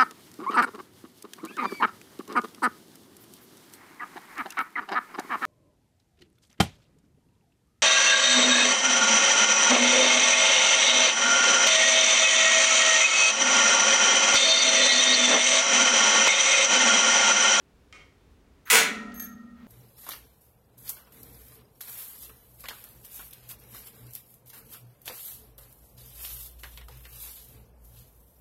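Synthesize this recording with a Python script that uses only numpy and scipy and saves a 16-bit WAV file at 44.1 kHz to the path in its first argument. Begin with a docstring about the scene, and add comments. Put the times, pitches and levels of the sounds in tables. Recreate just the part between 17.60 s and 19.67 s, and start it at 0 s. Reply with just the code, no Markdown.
"""Carriage crash on a steel column

A pulley carriage slips, scrapes down a steel column and crashes onto its stop in a hard-walled gym room.
Filtered noise makes the scrape, blows and rattle; fading sines make the struck carriage, column, frame,
base, clip, bar and latch ring. A latch knocks earlier, thin squeaks are gliding-level sines, and shaped
noise makes the ventilation rumble and a last faint rustle. Decaying noise bands give the room its tail.
"""
import sys
import numpy as np
from scipy import signal
from scipy.fft import rfft, irfft
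from scipy.io import wavfile
from scipy.ndimage import uniform_filter1d

SR = 44100
rng = np.random.default_rng(int(sys.argv[2]) if len(sys.argv) > 2 else 0)


def transcribe(u):
    """Save the signal u as a 16-bit wav file named by the first command-line argument.

    u: samples, shape (n,) or (channels, n), limited to [-1, 1]; the rate is SR.
    q: integer samples, one column per channel.
    """
    v = np.clip(np.atleast_2d(u).T, -1, 1)
    q = np.round(v * 32767).astype(np.int16)
    wavfile.write(sys.argv[1], SR, q)


N = 91242
T = np.arange(N) / SR  # s
CRASH_S = 1.1  # the carriage meets its stop


def amp(db):
    """Level law: 20 dB is a factor of ten in amplitude."""
    return 10 ** (np.asarray(db, float) / 20)


def decay(t, t60):
    """Exponential damping: the amplitude falls by 60 dB in t60 seconds."""
    return np.exp(-np.log(1000) * t / t60)


def ramp(start_s, length_s):
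    """Linear growth from 0 at start_s to 1 after length_s, held there."""
    return np.clip((T - start_s) / length_s, 0, 1)


def on_log(points, hz):
    """Interpolation along a logarithmic frequency axis."""
    p = np.array(points, float)
    return np.interp(np.log(hz), np.log(p[:, 0]), p[:, 1])


def conv(a, b):
    """Linear superposition: every sample of a launches a scaled copy of b."""
    return signal.fftconvolve(a, b)[:N]


def split(x, hz, kind):
    """Second-order Butterworth filtering, which selects a part of the spectrum."""
    return signal.sosfilt(signal.butter(2, hz, kind, fs=SR, output="sos"), x)


def colour(x, points):
    """Minimum-phase filtering by a causal response of unit energy with the given (Hz, dB) shape."""
    hz = np.maximum(np.arange(2049) * SR / 4096, 5)
    below_first = np.minimum(np.log10(hz / points[0][0]), 0)
    db = on_log(points, hz) + 40 * below_first  # falls 40 dB per decade below the first point
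    cepstrum = irfft(np.log(amp(db)))
    # folding the cepstrum onto positive times makes the filter causal
    cepstrum[1:2048] *= 2
    cepstrum[2049:] = 0
    response = irfft(np.exp(rfft(cepstrum)))
    return conv(x, response / np.sqrt(np.sum(response ** 2)))


def hits(rows):
    """Impulsive excitation: one single-sample force for each (s, dB)."""
    x = np.zeros(N)
    np.add.at(x, [int(row[0] * SR) for row in rows], [amp(row[1]) for row in rows])
    return x


def ring(modes, levels_db):
    """Modal superposition: a struck body answers with a sum of damped sines of alternating sign."""
    out = 0
    for k, ((hz, t60), db) in enumerate(zip(modes, levels_db)):
        out = out + (-1) ** k * amp(db) * np.sin(2 * np.pi * hz * T) * decay(T, t60)
    return out


def burst(length_s):
    """Broadband contact noise under an exponential fade with time constant length_s."""
    return rng.standard_normal(N) * np.exp(-T / length_s)


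def room(x, wet_db):
    """Diffuse reverberation: direct sound plus a noise tail with its own decay in each half octave."""
    # Reverberation time. Each row: frequency in Hz, T60 in s.
    room_t60 = [(250, 0.43), (700, 0.38), (1500, 0.39), (2500, 0.34), (4000, 0.34), (7000, 0.24),
                (12000, 0.16)]
    gap_s, build_s = 0.0032, 0.015  # delay and build-up time constant of the tail
    late_db, late_stretch = -24, 2.41  # a weaker, slower tail from the far end of the room
    tail = 0
    for hz in 125 * 2 ** np.arange(0, 7.1, 0.5):
        band = split(rng.standard_normal(N), [hz / 1.19, hz * 1.19], "band")
        t60 = on_log(room_t60, hz)
        fade = decay(T, t60) + amp(late_db) * decay(T, t60 * late_stretch)
        # the divisor offsets the greater energy of a longer tail
        tail = tail + band * fade / np.sqrt(t60 * SR / (2 * np.log(1000)))
    late = np.maximum(T - gap_s, 0)
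    return x + amp(wet_db) * conv(x, tail * (1 - np.exp(-late / build_s)))


def bloom(x, start_s, rise_s):
    """Delayed bass radiation: the treble passes at once, the bass swells in from start_s."""
    body_hz = 1000
    low, high = split(x, body_hz, "low"), split(x, body_hz, "high")
    return high - low * ramp(start_s, rise_s) ** 2  # the minus sign matches phases at the crossover


def air():
    """Ventilation as shaped broadband noise, its level flickering slightly."""
    # Rumble spectrum. Each row: frequency in Hz, relative density in dB per Hz.
    air_shape = [(12, -48.5), (20, -4.5), (59, -1.5), (113, -11.5), (215, -13), (247, -14), (292, -11.5),
                 (326, -21), (355, -15), (443, -16), (586, -23.5), (2370, -32), (15800, -48.5)]
    level_db, flicker_db = -58, 0.6  # mean level; spread of the steps before smoothing
    k = SR // 12  # samples per flicker step
    flicker = uniform_filter1d(np.repeat(rng.standard_normal(N // k + 1), k), k)[:N]
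    # rotated by half, so the noise is already running at the start
    rumble = np.roll(colour(rng.standard_normal(N), air_shape), N // 2)
    return amp(level_db + flicker_db * flicker) * rumble


def squeaks():
    """Faint pure tones, each a sine under a half-sine envelope."""
    # Each row: start in s, length in s, frequency in Hz, peak level in dB.
    squeak_rows = [(.18, .07, 5280, -80), (.25, .08, 5290, -84), (.2, .09, 3760, -79),
                   (.54, .19, 3580, -80), (1.955, .04, 11700, -80)]
    out = 0
    for start_s, length_s, hz, db in squeak_rows:
        swell = np.sin(np.pi * ramp(start_s, length_s))
        out = out + amp(db) * np.sin(2 * np.pi * hz * T) * swell
    return out


def latch():
    """Impact excitation of latch modes, with contact noise, a brief shudder and the room's answer."""
    # Modes of the latch. Each row: frequency in Hz, T60 in s; then their relative levels in dB.
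    latch_modes = [(1260, .08), (1895, .4), (2050, .3), (2099, .35), (2153, .3), (2202, .4), (2444, .15),
                   (2720, .05), (3176, .1)]
    latch_db = [-1.5, -10.5, -13, -3.5, -11, -5.5, -2.5, 1, 1.5]
    # Contact noise spectrum. Each row: frequency in Hz, relative density in dB per Hz.
    knock_shape = [(300, -19), (450, 1.5), (900, -8.5), (1250, -3), (1600, -8.5), (2150, -4), (3000, -7.5),
                   (4000, -11.5), (6000, -11), (9000, -21.5), (13000, -39)]
    knock_s, ring_db, crack_db = 0.3263, -50.5, -43
    shudder_db, shudder_s = -13, 0.058  # relative to the crack; fade time constant
    tones = conv(hits([(knock_s, ring_db)]), ring(latch_modes, latch_db))
    crack = burst(0.0028) + amp(shudder_db) * burst(shudder_s)
    noise = colour(conv(hits([(knock_s, crack_db)]), crack), knock_shape)
    return bloom(room(tones + noise, 2.5), knock_s, 0.02)


def rattle():
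    """Random impacts: a dense train of ticks of loose parts, holding steady and then fading."""
    level_db, hold_s, fade_s = -20.5, 0.056, 0.015
    per_s, scatter_db = 1300, 1  # mean tick rate; mean of the exponential level scatter
    size = amp(scatter_db * rng.exponential(size=N)) * rng.choice([-1, 1], N)
    ticks = size * (rng.random(N) < per_s / SR)
    since = T - CRASH_S
    shake = (since > 0) * np.exp(-np.maximum(since - hold_s, 0) / fade_s)
    return amp(level_db) * shake * ticks / ticks.std()


def carriage():
    """Friction noise up to the crash, then impact noise; the blows and rattle also excite modes."""
    # Blows of the carriage. Each row: time in s, drive level in dB.
    blows = [(1.073, -41), (1.101, -14.5), (1.105, -17.5), (1.111, -12), (1.14, -21.5), (1.155, -14.5),
             (1.168, -17), (1.185, -19.5)]
    # Scrape and crash spectra. Each row: frequency in Hz, relative density in dB per Hz.
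    scrape_shape = [(350, -63.5), (600, -37.5), (1130, -3.5), (2030, -6), (2230, -15.5), (2460, -13.5),
                    (5070, -26.5), (9920, -31.5), (15800, -17)]
    crash_shape = [(150, -33), (300, -24), (500, -14.5), (700, -11), (1000, -8.5), (1500, -3.5), (2000, -2),
                   (2500, -0.5), (3200, -5), (4200, -10), (6500, -5), (10000, -10), (15800, -13)]
    # Short modes. Each row: frequency in Hz, T60 in s; then their relative levels in dB.
    carriage_modes = [(1500, .08), (1980, .08), (2026, .1), (2222, .1), (2375, .1), (2500, .08),
                      (2612, .08), (6420, .05), (8265, .05), (9597, .06)]
    carriage_db = [-37.5, -34.5, -45, -45, -38, -47, -43, -53, -40.5, -31]
    slip_s, scrape_rise_s, scrape_db = 1.053, 0.024, -42.5
    slide = amp(scrape_db) * ramp(slip_s, scrape_rise_s) * rng.standard_normal(N)
    force = rattle() + conv(hits(blows), burst(0.0045))
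    scrape = colour((slide + force) * (T < CRASH_S), scrape_shape)
    crash = colour(force * (T > CRASH_S), crash_shape)
    tones = conv(force, ring(carriage_modes, carriage_db))
    return bloom(room(scrape + crash + tones, 5), CRASH_S, 0.035)


def clip():
    """Impact excitation of a small steel clip: high modes and a noise click at each clink."""
    # Each row: time in s, drive level of the ring in dB, drive level of the click in dB.
    clinks = [(1.054, -51, -64), (1.073, -55, -46.5), (1.542, -45, -38), (1.558, -45, -78),
              (1.575, -42, -76), (1.597, -32, -28.5), (1.623, -38, -39), (1.634, -54, -44)]
    clip_modes = [(6298, .1), (6400, .13), (6600, .06), (8387, .05), (9098, .05), (9781, .05), (9911, .08),
                  (11770, .04), (12600, .11), (12640, .09), (13500, .04), (15140, .07), (15650, .04)]
    clip_db = [-15.5, -6.5, -13, -22.5, -22, -16, -18.5, -9, -2, -0.5, -13.5, -28, -8]
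    # Click spectrum. Each row: frequency in Hz, relative level in dB.
    click_shape = [(2500, -22), (5000, -22), (6200, -2), (10000, -5), (13000, -2), (15500, 0)]
    tones = conv(hits(clinks), ring(clip_modes, clip_db))
    click_force = hits([(s, click_db) for s, _, click_db in clinks])
    return tones + colour(conv(click_force, burst(0.0012)), click_shape)


def frame():
    """Long modes of column and frame build up after the crash, then decay, wavering in level and phase."""
    # Mode frequencies in Hz.
    frame_hz = [168, 204, 214.5, 217.5, 240, 268, 282, 404, 446, 453, 496, 576, 711, 810, 996, 1240, 1290,
                1326, 1355, 1400, 1864, 1874, 2046, 2420]
    # Each row: level in dB, T60 in s, build-up time constant in s, unsteadiness from 0 to 1.
    frame_rows = [(-43, 1, 0.032, 0.1), (-44.5, 4., 0.023, 0.7), (-41.5, 6.4, 0.017, 0.7),
                  (-44, 5.8, 0.021, 0), (-36.5, 4.6, 0.17, 0), (-40, 1.3, 0.031, 0.2),
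                  (-35.5, 1.4, 0.074, 0.7), (-35, 1.1, .03, 0.8), (-32.5, 1, .03, 0),
                  (-43.5, 0.86, 0.09, .1), (-33, 0.75, .03, 0), (-44.5, 1.78, .03, 0.7),
                  (-43.5, 1.6, 0.036, 1), (-45, 1.2, .03, 1), (-40, 1., 0.027, 0.8), (-44.5, 2.3, .02, 0.6),
                  (-35, 1.21, 0.0067, 0), (-39, 1.8, .02, 0.5), (-37.5, 1.7, 0.017, 1),
                  (-42.5, 0.75, .02, .7), (-41.5, 2.1, 0.016, .1), (-32.5, 1.4, .02, 0.3),
                  (-24.5, 0.58, 0.029, .6), (-45.5, .8, .02, .9)]
    waver_hz = 25  # fastest wavering
    t = np.maximum(T - CRASH_S, 0)
    out = 0
    for hz, (db, t60, rise_s, rough) in zip(frame_hz, frame_rows):
        waver = split(rng.standard_normal(N) + 1j * rng.standard_normal(N), waver_hz, "low")
        # steady and wavering parts share a constant mean power
        phasor = np.sqrt(1 - rough ** 2) + rough * waver / waver.std()
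        tone = np.imag(phasor * np.exp(2j * np.pi * hz * t))
        out = out + amp(db) * tone * (1 - np.exp(-t / rise_s)) ** 2 * decay(t, t60)
    return out


def base():
    """Delayed modal response: a dull thud through the foot as the base takes the load a moment later."""
    # Modes of the base. Each row: frequency in Hz, T60 in s; then their levels in dB.
    base_modes = [(455, .3), (495, .4), (220, .3), (330, .25), (540, .2), (430, .2), (985, .25),
                  (1120, .25)]
    base_db = [-18, -26, -29, -36, -31, -28, -27, -28]
    thud_s, rise_s = 1.122, 0.025
    return conv(hits([(thud_s, 0)]), ring(base_modes, base_db)) * ramp(thud_s, rise_s)


def taps():
    """Light impacts on a bar: each tap excites its modes and a short contact noise."""
    # Each row: time in s, drive level in dB.
    tap_rows = [(1.5, -69), (1.52, -53), (1.598, -45.5), (1.78, -68)]
    # Modes of the bar. 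Each row: frequency in Hz, T60 in s; then their relative levels in dB.
    bar_modes = [(1712, .3), (1530, .12), (1765, .12)]
    bar_db = [-5, -7, -20]
    # Contact noise spectrum. Each row: frequency in Hz, relative level in dB.
    tap_shape = [(1000, -8), (2500, -2), (4500, 0), (6500, -10), (10000, -30)]
    return conv(hits(tap_rows), ring(bar_modes, bar_db) + colour(burst(0.0059), tap_shape))


def rustle():
    """Shaped broadband noise: a faint rustle rising at the end."""
    # Spectrum. Each row: frequency in Hz, relative level in dB.
    rustle_shape = [(500, 7.5), (2000, 5.5), (4000, -4), (8000, -21), (15000, -14)]
    start_s, rise_s, level_db = 1.935, 0.08, -62
    return amp(level_db) * ramp(start_s, rise_s) * colour(rng.standard_normal(N), rustle_shape)


def scene():
    """Superposition of all sources; the small parts share one room response."""
    small_parts = room(squeaks() + clip() + taps(), 3)
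    machine = latch() + carriage() + frame() + base()
    return (air() + small_parts + machine + rustle())[None, :]


def record(dry):
    """Band limiting and saturation: the phone drops the deepest bass, rounds peaks and cuts the top."""
    low_hz, top_hz, ceiling = 37, 15850, 1  # ceiling in full-scale units
    x = signal.sosfilt(signal.butter(4, low_hz, "high", fs=SR, output="sos"), dry)
    rounded = ceiling * np.tanh(x / ceiling)
    return signal.sosfilt(signal.ellip(12, 0.2, 100, top_hz, fs=SR, output="sos"), rounded)


dry = scene()
out = record(dry)
transcribe(out)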